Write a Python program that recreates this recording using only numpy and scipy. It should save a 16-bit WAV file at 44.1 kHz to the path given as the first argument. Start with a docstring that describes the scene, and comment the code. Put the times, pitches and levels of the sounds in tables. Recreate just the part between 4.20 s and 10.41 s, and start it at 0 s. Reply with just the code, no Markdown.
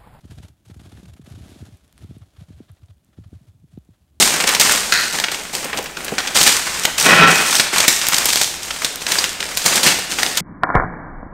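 """A living room, close up: stiff packing paper is pulled from a cardboard box and crumpled by the handful.
Swarms of tiny creases rustle, big folds snap, sheets swish and the wad bumps softly against the box.
A taut sheet pops and rings twice; midway the load scrapes along the box wall in stick and slip.
A low hum and a short room tail lie behind. The loudest snaps overload the single microphone."""
import sys
import numpy as np
from scipy import signal
from scipy.fft import rfft, irfft, next_fast_len
from scipy.io import wavfile
from scipy.ndimage import map_coordinates

SR = 44100
rng = np.random.default_rng(int(sys.argv[2]) if len(sys.argv) > 2 else 0)


def bounce(signal):
    """Save signal as a 16-bit WAV file at the path given by the first command-line argument."""
    frames = np.transpose(np.atleast_2d(signal))
    limited = np.clip(frames, -1, 1)
    pcm = np.round(limited * 32767).astype(np.int16)
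    wavfile.write(sys.argv[1], SR, pcm)


N = 273728


def amp(db):
    """Decibels to gain."""
    return 10 ** (np.asarray(db) / 20)


def unit(x):
    """Scaled to rms 1."""
    return x / np.sqrt(np.mean(x ** 2) + 1e-20)


def along(points, hz):
    """A curve of (f/Hz, value) points, read on a log frequency axis."""
    f, values = np.transpose(points)
    return np.interp(np.log(hz + 1), np.log(f + 1), values)


def filtered(x, response):
    """x through a complex frequency response."""
    size = next_fast_len(N + SR // 2)
    return irfft(rfft(x, size) * response(np.fft.rfftfreq(size, 1 / SR)), size)[:N]


def coloured(x, spectrum, size=2048):
    """x through a minimum-phase EQ of unit energy, so clicks keep their sharp front."""
    cepstrum = irfft(np.log(amp(along(spectrum, np.fft.rfftfreq(size, 1 / SR)))))
    cepstrum[1:size // 2] *= 2
    cepstrum[size // 2 + 1:] = 0
    pulse = irfft(np.exp(rfft(cepstrum)))
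    return signal.oaconvolve(x, pulse / np.linalg.norm(pulse))[:N]


def resonate(x, modes):
    """x rings resonances (f/Hz, width/Hz, level/dB) of alternating polarity; rms 1."""
    def response(f):
        return sum((-1) ** k * amp(db) * 1j * f * width / (centre ** 2 - f ** 2 + 1j * f * width)
                   for k, (centre, width, db) in enumerate(modes))
    return unit(filtered(x, response))


def stroke(start, attack, hold, db_per_s):
    """Envelope of one movement: it rises, holds until hold seconds after its start, then dies away."""
    t = np.arange(N) / SR - start
    return np.clip(t / attack, 0, 1) * amp(-db_per_s * np.maximum(t - hold, 0))


def wobble(rate):
    """Smooth random modulation through rate new values a second."""
    return map_coordinates(rng.standard_normal(N), [np.arange(N) * rate / SR])


def bursts(rate, spread_db, life_s):
    """Power of a swarm of tiny bucklings, rate a second, each of its own size; mean 1."""
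    sizes = amp(spread_db * np.clip(rng.standard_normal(N), -2, 2)) ** 2
    starts = sizes * (rng.random(N) < rate / SR)
    power = signal.lfilter([1], [1, -np.exp(-1 / (life_s * SR))], starts)
    return power / power.mean()


def grains(power, smooth):
    """White crackle that follows a swarm's power, with a smooth share of sliding hiss."""
    return rng.standard_normal(N) * np.sqrt(smooth + (1 - smooth) * power)


# EQ of the room's quiet air: f/Hz, level/dB
ROOM_TONE_EQ = [(20, 3.5), (40, -8), (58, 6.5), (150, -3.5), (500, -9), (3000, -10), (15000, -38)]
def background():
    """A bed of quiet room tone with a low, unsteady hum."""
    tone = unit(filtered(rng.standard_normal(N), lambda hz: amp(along(ROOM_TONE_EQ, hz))))
    hum = resonate(rng.standard_normal(N), [(58.6, 3.6, 0)])
    return amp(-46) * tone + amp(-52) * hum


# reverb time of the living room: f/Hz, t60/s
ROOM_DECAY = [(150, 0.48), (1000, 1), (5000, 0.91), (14000, 0.6)]
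def room(x, count=32, predelay_s=0.005):
    """Walls and furniture answer, differently as the paper moves; bass and top die before the mids."""
    hz, t, noise = signal.stft(rng.standard_normal((count, SR // 3)), SR, nperseg=256)
    decay = amp(-60 * t / along(ROOM_DECAY, hz)[:, None])
    tails = signal.istft(noise * decay, SR, nperseg=256)[1]
    tails /= np.linalg.norm(tails, axis=1, keepdims=True)
    tails = np.pad(tails, ((0, 0), (round(predelay_s * SR), 0)))
    answer, step = np.zeros(N + SR), N // count + 1
    for k, tail in enumerate(tails):
        echo = signal.fftconvolve(x[k * step:(k + 1) * step], tail)
        answer[k * step:k * step + len(echo)] += echo
    return answer[:N]


# the wad knocking on the box: t/s, peak level/dB, f/Hz
BOX_BUMPS = [(0.003, -16, 385), (0.24, -16.5, 380), (0.543, -15.5, 509), (1.451, -18.5, 253),
             (1.584, -16, 498), (1.921, -13.5, 312), (2.165, -15.5, 522), (2.674, -18.5, 557),
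             (3.529, -14.5, 420), (4.211, -14, 670), (5.231, -30, 365), (5.459, -16, 568),
             (5.663, -11, 156), (6.062, -21, 622)]
def bumps(attack_s=0.0026, db_per_s=850, width_octaves=1.22, low_cut_hz=135, size=8192):
    """Soft, dull thuds, each a broad hump of noise around its pitch; the box radiates no deep bass."""
    t, hz = np.arange(size) / SR, np.fft.rfftfreq(size, 1 / SR)
    envelope = np.clip(t / attack_s, 0, 1) * amp(-db_per_s * t)
    low_cut = 1 / (1 + (low_cut_hz / (hz + 1)) ** 8)
    out = np.zeros(N + size)
    for s, db, pitch_hz in BOX_BUMPS:
        hump = np.exp(-(np.log2((hz + 1) / pitch_hz) / width_octaves) ** 2)
        thud = envelope * irfft(rfft(rng.standard_normal(size)) * hump * low_cut)
        out[round(s * SR):][:size] += amp(db) * thud / np.abs(thud).max()
    return out[:N]


def ping(at_s=4.986, pitch_hz=4730, width_hz=270):
    """One small taut facet flips and rings briefly at its own pitch."""
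    gain = amp(-9) * stroke(at_s, attack=0.001, hold=0, db_per_s=1300)
    return gain * resonate(rng.standard_normal(N), [(pitch_hz, width_hz, 0)])


# paper sliding over paper as the load is drawn out: t/s, hold/s, level/dB
PAPER_SLIDES = [(2.783, 0.089, -17), (3.08, .16, -23.5), (3.257, 0.11, -16)]
# airy EQ of that swish: f/Hz, level/dB
SWISH_EQ = [(2000, -19), (3200, 1.5), (4600, -1.5), (5700, 5), (7200, -2), (8400, 3), (10300, -9),
            (13600, -9), (15700, -13)]
def slide(flutter_db=2.8):
    """Sheets swish over one another with a fine grain, catching unevenly."""
    power = sum((amp(db) * stroke(s, attack=0.024, hold=hold, db_per_s=218)) ** 2
                for s, hold, db in PAPER_SLIDES)
    flutter = amp(flutter_db * wobble(rate=70))
    friction = grains(bursts(rate=270, spread_db=3.5, life_s=0.0016), smooth=0.23)
    return np.sqrt(power) * flutter * coloured(friction, SWISH_EQ)


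# resonances of the cardboard wall: f/Hz, width/Hz, level/dB
BOX_MODES = [(166, 29, -1), (426, 29, -4.5), (1084, 17, 4), (1345, 20, 7), (1458, 32, 3.5), (1740, 55, -1),
             (1872, 26, 1.5), (1960, 16, 6.5), (2300, 18, 1.5), (2522, 37, 5.5), (2960, 130, -7.5),
             (3200, 22, -2.5)]
# dry EQ of paper rubbing on cardboard: f/Hz, level/dB
RUB_EQ = [(50, -26), (100, -17), (150, -2), (800, 0.5), (1400, -1), (2800, -4.5), (6000, -14.5),
          (9000, -39), (11000, -40), (15500, -33)]
def scrape(slip_hz=135, rasp_s=0.0024):
    """Uneven stick and slip knocks the cardboard wall into ringing, over the rub of the two surfaces."""
    drag = amp(-8) * stroke(start=2.822, attack=0.058, hold=0.255, db_per_s=127)
    # the load judders as it catches and lets go; it slips sooner when it runs freely
    judder_db = wobble(rate=90)
    slip_count = np.floor(np.cumsum(slip_hz * amp(3 * judder_db)) / SR)
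    slips = np.diff(slip_count, prepend=0) * amp(2.1 * rng.standard_normal(N))
    wall = resonate(slips, BOX_MODES)
    rasp = signal.lfilter([1], [1, -np.exp(-1 / (rasp_s * SR))], slips ** 2)
    rub = coloured(grains(rasp / rasp.mean(), smooth=0.39), RUB_EQ)
    return drag * amp(judder_db) * (amp(-3) * wall + amp(-5) * rub)


# a taut sheet springing free: t/s, pop level/dB, flutter level/dB
SHEET_POPS = [(.723, -7.5, -17), (1.985, -18, -39)]
# resonances of that sheet: f/Hz, width/Hz, level/dB
SHEET_MODES = [(1480, 180, 1.5), (1780, 180, 3), (1950, 200, 2), (2550, 150, -3), (4200, 660, -3.5),
               (6900, 320, -12)]
def taut_sheet():
    """The freed sheet pops, then flutters in its own broad resonances."""
    gain = np.zeros(N)
    for s, pop_db, flutter_db in SHEET_POPS:
        pop = amp(pop_db) * stroke(s, attack=0.002, hold=0.002, db_per_s=900)
        flutter = amp(flutter_db) * stroke(s, attack=0.002, hold=0.07, db_per_s=150)
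        gain += np.hypot(pop, flutter)
    crackle = grains(bursts(rate=190, spread_db=2, life_s=0.00065), smooth=0.72)
    return gain * resonate(crackle, SHEET_MODES)


# handfuls of paper: t/s, hold/s, crinkle level/dB, crease over crinkle/dB, flex over crinkle/dB
SQUEEZES = [(-0.01, 0.032, -10.5, -8.5, -12.5), (0.116, .13, -27.5, 2.5, -4), (0.264, 0.022, -18, 0, -9),
            (0.407, 0.028, -16.5, -2.5, -12.5), (0.443, .11, -19, -3.5, -11.5),
            (0.606, 0.26, -26.5, -5, -10), (0.922, 0.05, -25.5, -1.5, -6.5), (1.107, 0.019, -28, -5, -6.5),
            (1.22, 0.15, -38, -8, -9), (1.326, 0.034, -25.5, -5.5, -6), (1.434, 0.015, -38.5, 11, 4),
            (1.537, 0.048, -45, 12.5, 14.5), (1.768, 0.22, -37.5, 2, 0), (1.972, 0.14, -33.5, 1.5, -5),
            (2.144, 0.077, -14.5, -7, -14), (2.255, .04, -14, -4, -17), (2.45, 0.2, -26.5, -1, -11.5),
            (2.774, 0.19, -21.5, -2.5, -12.5), (3.066, 0.34, -22, -1, -11.5),
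            (3.525, 0.1, -20, -1.5, -11.5), (3.671, 0.036, -17, -10.5, -28), (3.814, 0.045, -24.5, -3, -18),
            (3.914, 0.11, -22.5, -0.5, -10.5), (4.053, .18, -20.5, -9.5, -23), (4.414, 0.25, -31, -7, -17),
            (4.611, 0.026, -29, 0, -5.5), (4.798, .03, -31.5, -7, -8), (4.874, 0.14, -22.5, -3.5, -10.5),
            (5.193, 0.15, -31.5, -3.5, -7.5), (5.36, 0.085, -26.5, -7, -21), (5.444, 0.13, -19, -3.5, -8),
            (5.625, 0.044, -16, -3.5, -7), (5.889, 0.17, -28.5, -5.5, -7.5),
            (5.975, 0.11, -26.5, -4.5, -6.5), (6.153, .05, -28.5, -4, -14)]
def squeezes():
    """Envelopes of crinkle, crease and flex: each squeeze takes hold at once, then the wad settles."""
    def registers(db, crease_db, flex_db):
        return amp([[db], [db + crease_db], [db + flex_db]])
    power = registers(-42.5, 3.2, 0) ** 2 * np.ones(N)  # the wad stirs even between squeezes
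    for s, hold, *levels in SQUEEZES:
        power += (registers(*levels) * stroke(s, attack=0.01, hold=hold, db_per_s=101)) ** 2
    return np.sqrt(power)


# EQs of bright fine crinkle, midrange broad creases and the low flexing sheet: f/Hz, level/dB
CRINKLE_EQ = [(1200, -12.5), (2600, -3), (4000, 0.5), (6500, 1.5), (8800, 0.5), (10500, -9), (13800, -10.5),
              (15700, -21.5)]
CREASE_EQ = [(400, -27.5), (800, -3.5), (1400, -1), (2400, -1.5), (3500, -8), (6000, -36.5)]
FLEX_EQ = [(50, -26), (100, -14), (160, -1), (240, -1), (550, -1), (800, -3), (1400, -23)]
def rustle(crinkle_gain, crease_gain, flex_gain):
    """Each small crease buckles in all three registers; the finest ones only tick in the crinkle."""
    creases = bursts(rate=220, spread_db=6.5, life_s=0.0024)
    ticks = bursts(rate=90, spread_db=6, life_s=0.0005)
    crinkle = crinkle_gain * amp(1.16) * coloured(grains((creases + ticks) / 2, smooth=0.66), CRINKLE_EQ)
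    crease = crease_gain * amp(0.62) * coloured(grains(creases, smooth=0.43), CREASE_EQ)
    flex = flex_gain * coloured(grains(creases, smooth=0.85), FLEX_EQ)
    return crinkle + crease + flex


def lesser_folds(rustle_gain, count=26, over_db=0.5, spread_db=2.5, length_s=0.005, centre_hz=3340):
    """Cues for extra snaps: folds give way at random, as strongly as the paper is being worked."""
    at = rng.integers(N, size=count)
    size, pitch = rng.standard_normal((count, 2)).T
    levels_db = 20 * np.log10(rustle_gain[at]) + over_db + spread_db * size
    pitches_hz = centre_hz * 2 ** (0.8 * pitch)
    return [(s, db, length_s, hz) for s, db, hz in zip(at / SR, levels_db, pitches_hz)]


# big folds buckling: t/s, level/dB, length/s, f/Hz
BIG_FOLDS = [(0.202, -14, .006, 2060), (0.239, -14.5, 0.0054, 2080), (0.275, -9, 0.0046, 3020),
             (0.29, -9.5, 0.0033, 5030), (0.3485, -10, 0.0056, 3180), (0.3975, -7.5, 0.013, 5000),
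             (0.411, -4.5, 0.0045, 4250), (0.7223, -7, 0.0034, 2480), (0.739, -5, 0.0016, 3600),
             (0.986, -14.5, .0034, 2780), (1.0, -12.5, 0.0036, 4000), (1.0394, -11.5, 0.0076, 2010),
             (1.084, -18, 0.0061, 1600), (1.116, -21, 0.0057, 4000), (1.144, -20, 0.0042, 2090),
             (1.351, -16, 0.0032, 4660), (1.444, -23, 0.0067, 9000), (1.53, -19, .01, 1050),
             (1.5727, -20, 0.009, 2730), (1.586, -24, 0.004, 3850), (1.6585, -24.5, .007, 1980),
             (1.769, -19, 0.0036, 1690), (1.8463, -23, .006, 8800), (1.8807, -21.5, 0.0068, 1680),
             (1.982, -13, 0.0077, 2160), (2.0724, -18, 0.011, 2430), (2.173, -5.5, 0.0041, 3630),
             (2.213, -5, 0.0066, 3740), (2.236, -6, 0.0033, 5000), (2.276, -3.5, 0.0046, 3180),
             (2.652, -4, 0.0031, 3130), (2.7794, -17.5, 0.017, 3340), (3.397, -3.5, 0.0063, 2740),
             (3.5814, -8, 0.0052, 4740), (3.6025, -5, 0.0041, 3320), (3.68, 1, 0.0049, 4100),
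             (3.8144, -15.5, .007, 2840), (3.8683, -10, 0.0022, 3500), (3.886, 0, 0.001, 9100),
             (3.943, -7.5, 0.004, 4000), (3.966, -12, .0025, 3500), (3.9823, -7.5, .0035, 5240),
             (4.056, -4.5, 0.0025, 6350), (4.104, -10, .002, 3520), (4.1316, -7.5, 0.0029, 3550),
             (4.158, -3.5, 0.0022, 4860), (4.2136, -10, 0.0081, 3900), (4.5058, -17, 0.0067, 2400),
             (4.6464, -8, 0.0045, 3680), (4.758, -18, 0.0014, 8700), (4.8646, -15.5, 0.0072, 2390),
             (4.9185, -10, 0.0055, 4050), (4.9862, -7.5, 0.0013, 4400), (5.0414, -9, 0.0038, 3200),
             (5.204, -19, 0.0066, 2520), (5.2273, -19.5, 0.0076, 2030), (5.372, -12, 0.0069, 5230),
             (5.4596, -5, 0.0078, 4530), (5.557, -12, 0.0092, 4620), (5.632, -11.5, 0.0078, 3800),
             (5.663, -9.5, 0.033, 2950), (5.9866, -16, 0.0087, 1960), (6.0307, -6, 0.0032, 2700),
             (6.0632, -14.5, 0.0044, 2500), (6.172, -11.5, 0.01, 4000)]
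# EQs of a crack's top end and of the sheet's low shudder under it: f/Hz, level/dB
CRACK_TREBLE_EQ = [(8800, 3.5), (10500, -3), (14000, 2.5), (15700, -4)]
SHUDDER_EQ = [(60, -22), (150, 4), (400, 6), (900, 10.5), (1500, 0.5), (3000, -56)]
def snaps(extra_folds, shudder_db=-16, window=4096):
    """Each fold gives way in a quick cascade of cracks and shakes the sheet a little."""
    t, hz = np.arange(window) / SR, np.fft.rfftfreq(window, 1 / SR)
    cracks, shudder = np.zeros((2, N + window))
    swarm = bursts(rate=1800, spread_db=-3.5, life_s=0.00008)
    cascade = np.resize(grains(swarm, smooth=0.27), N + window)
    for s, db, length, pitch_hz in list(BIG_FOLDS) + extra_folds:
        span = slice(round(s * SR), round(s * SR) + window)
        # the cascade starts abruptly, runs for a moment and stops short
        envelope = (1 - np.exp(-t / 0.00014)) * np.exp(-(t / (1.02 * length)) ** 1.2)
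        # a broad hump of sound, with the facet's own resonance on top
        octaves = np.log2((hz + 1) / pitch_hz)
        facet_db = 1.5 * np.exp(-(octaves / 0.051) ** 2)
        hump = amp(along(CRACK_TREBLE_EQ, hz) - 3.04 * octaves ** 2 + facet_db)
        crack = irfft(rfft(cascade[span]) * hump) * envelope
        push = cascade[span] * envelope
        strength = amp(db) * np.sqrt(length * SR)
        cracks[span] += strength * crack / np.linalg.norm(crack)
        shudder[span] += strength * amp(shudder_db) * push / np.linalg.norm(push)
    return cracks[:N] + coloured(shudder, SHUDDER_EQ)


def scene():
    """Paper and box, the same on both channels; the loud layers send more to the room."""
    crinkle, crease, flex = squeezes()
    soft = rustle(crinkle, crease, flex) + slide() + bumps() + ping()
    loud = snaps(lesser_folds(np.hypot(crinkle, crease))) + taut_sheet() + scrape()
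    reverb = room(amp(-14) * soft + amp(-8) * loud)
    mono = soft + loud + reverb + background()
    return np.array([mono, mono])


def record(dry, hardness=6, top_hz=15750):
    """Overload rounds off peaks near full scale, then a brick-wall low-pass trims the top."""
    rounded = dry / (1 + np.abs(dry) ** hardness) ** (1 / hardness)
    return np.array([filtered(channel, lambda hz: hz < top_hz) for channel in rounded])


dry = scene()
out = record(dry)
bounce(out)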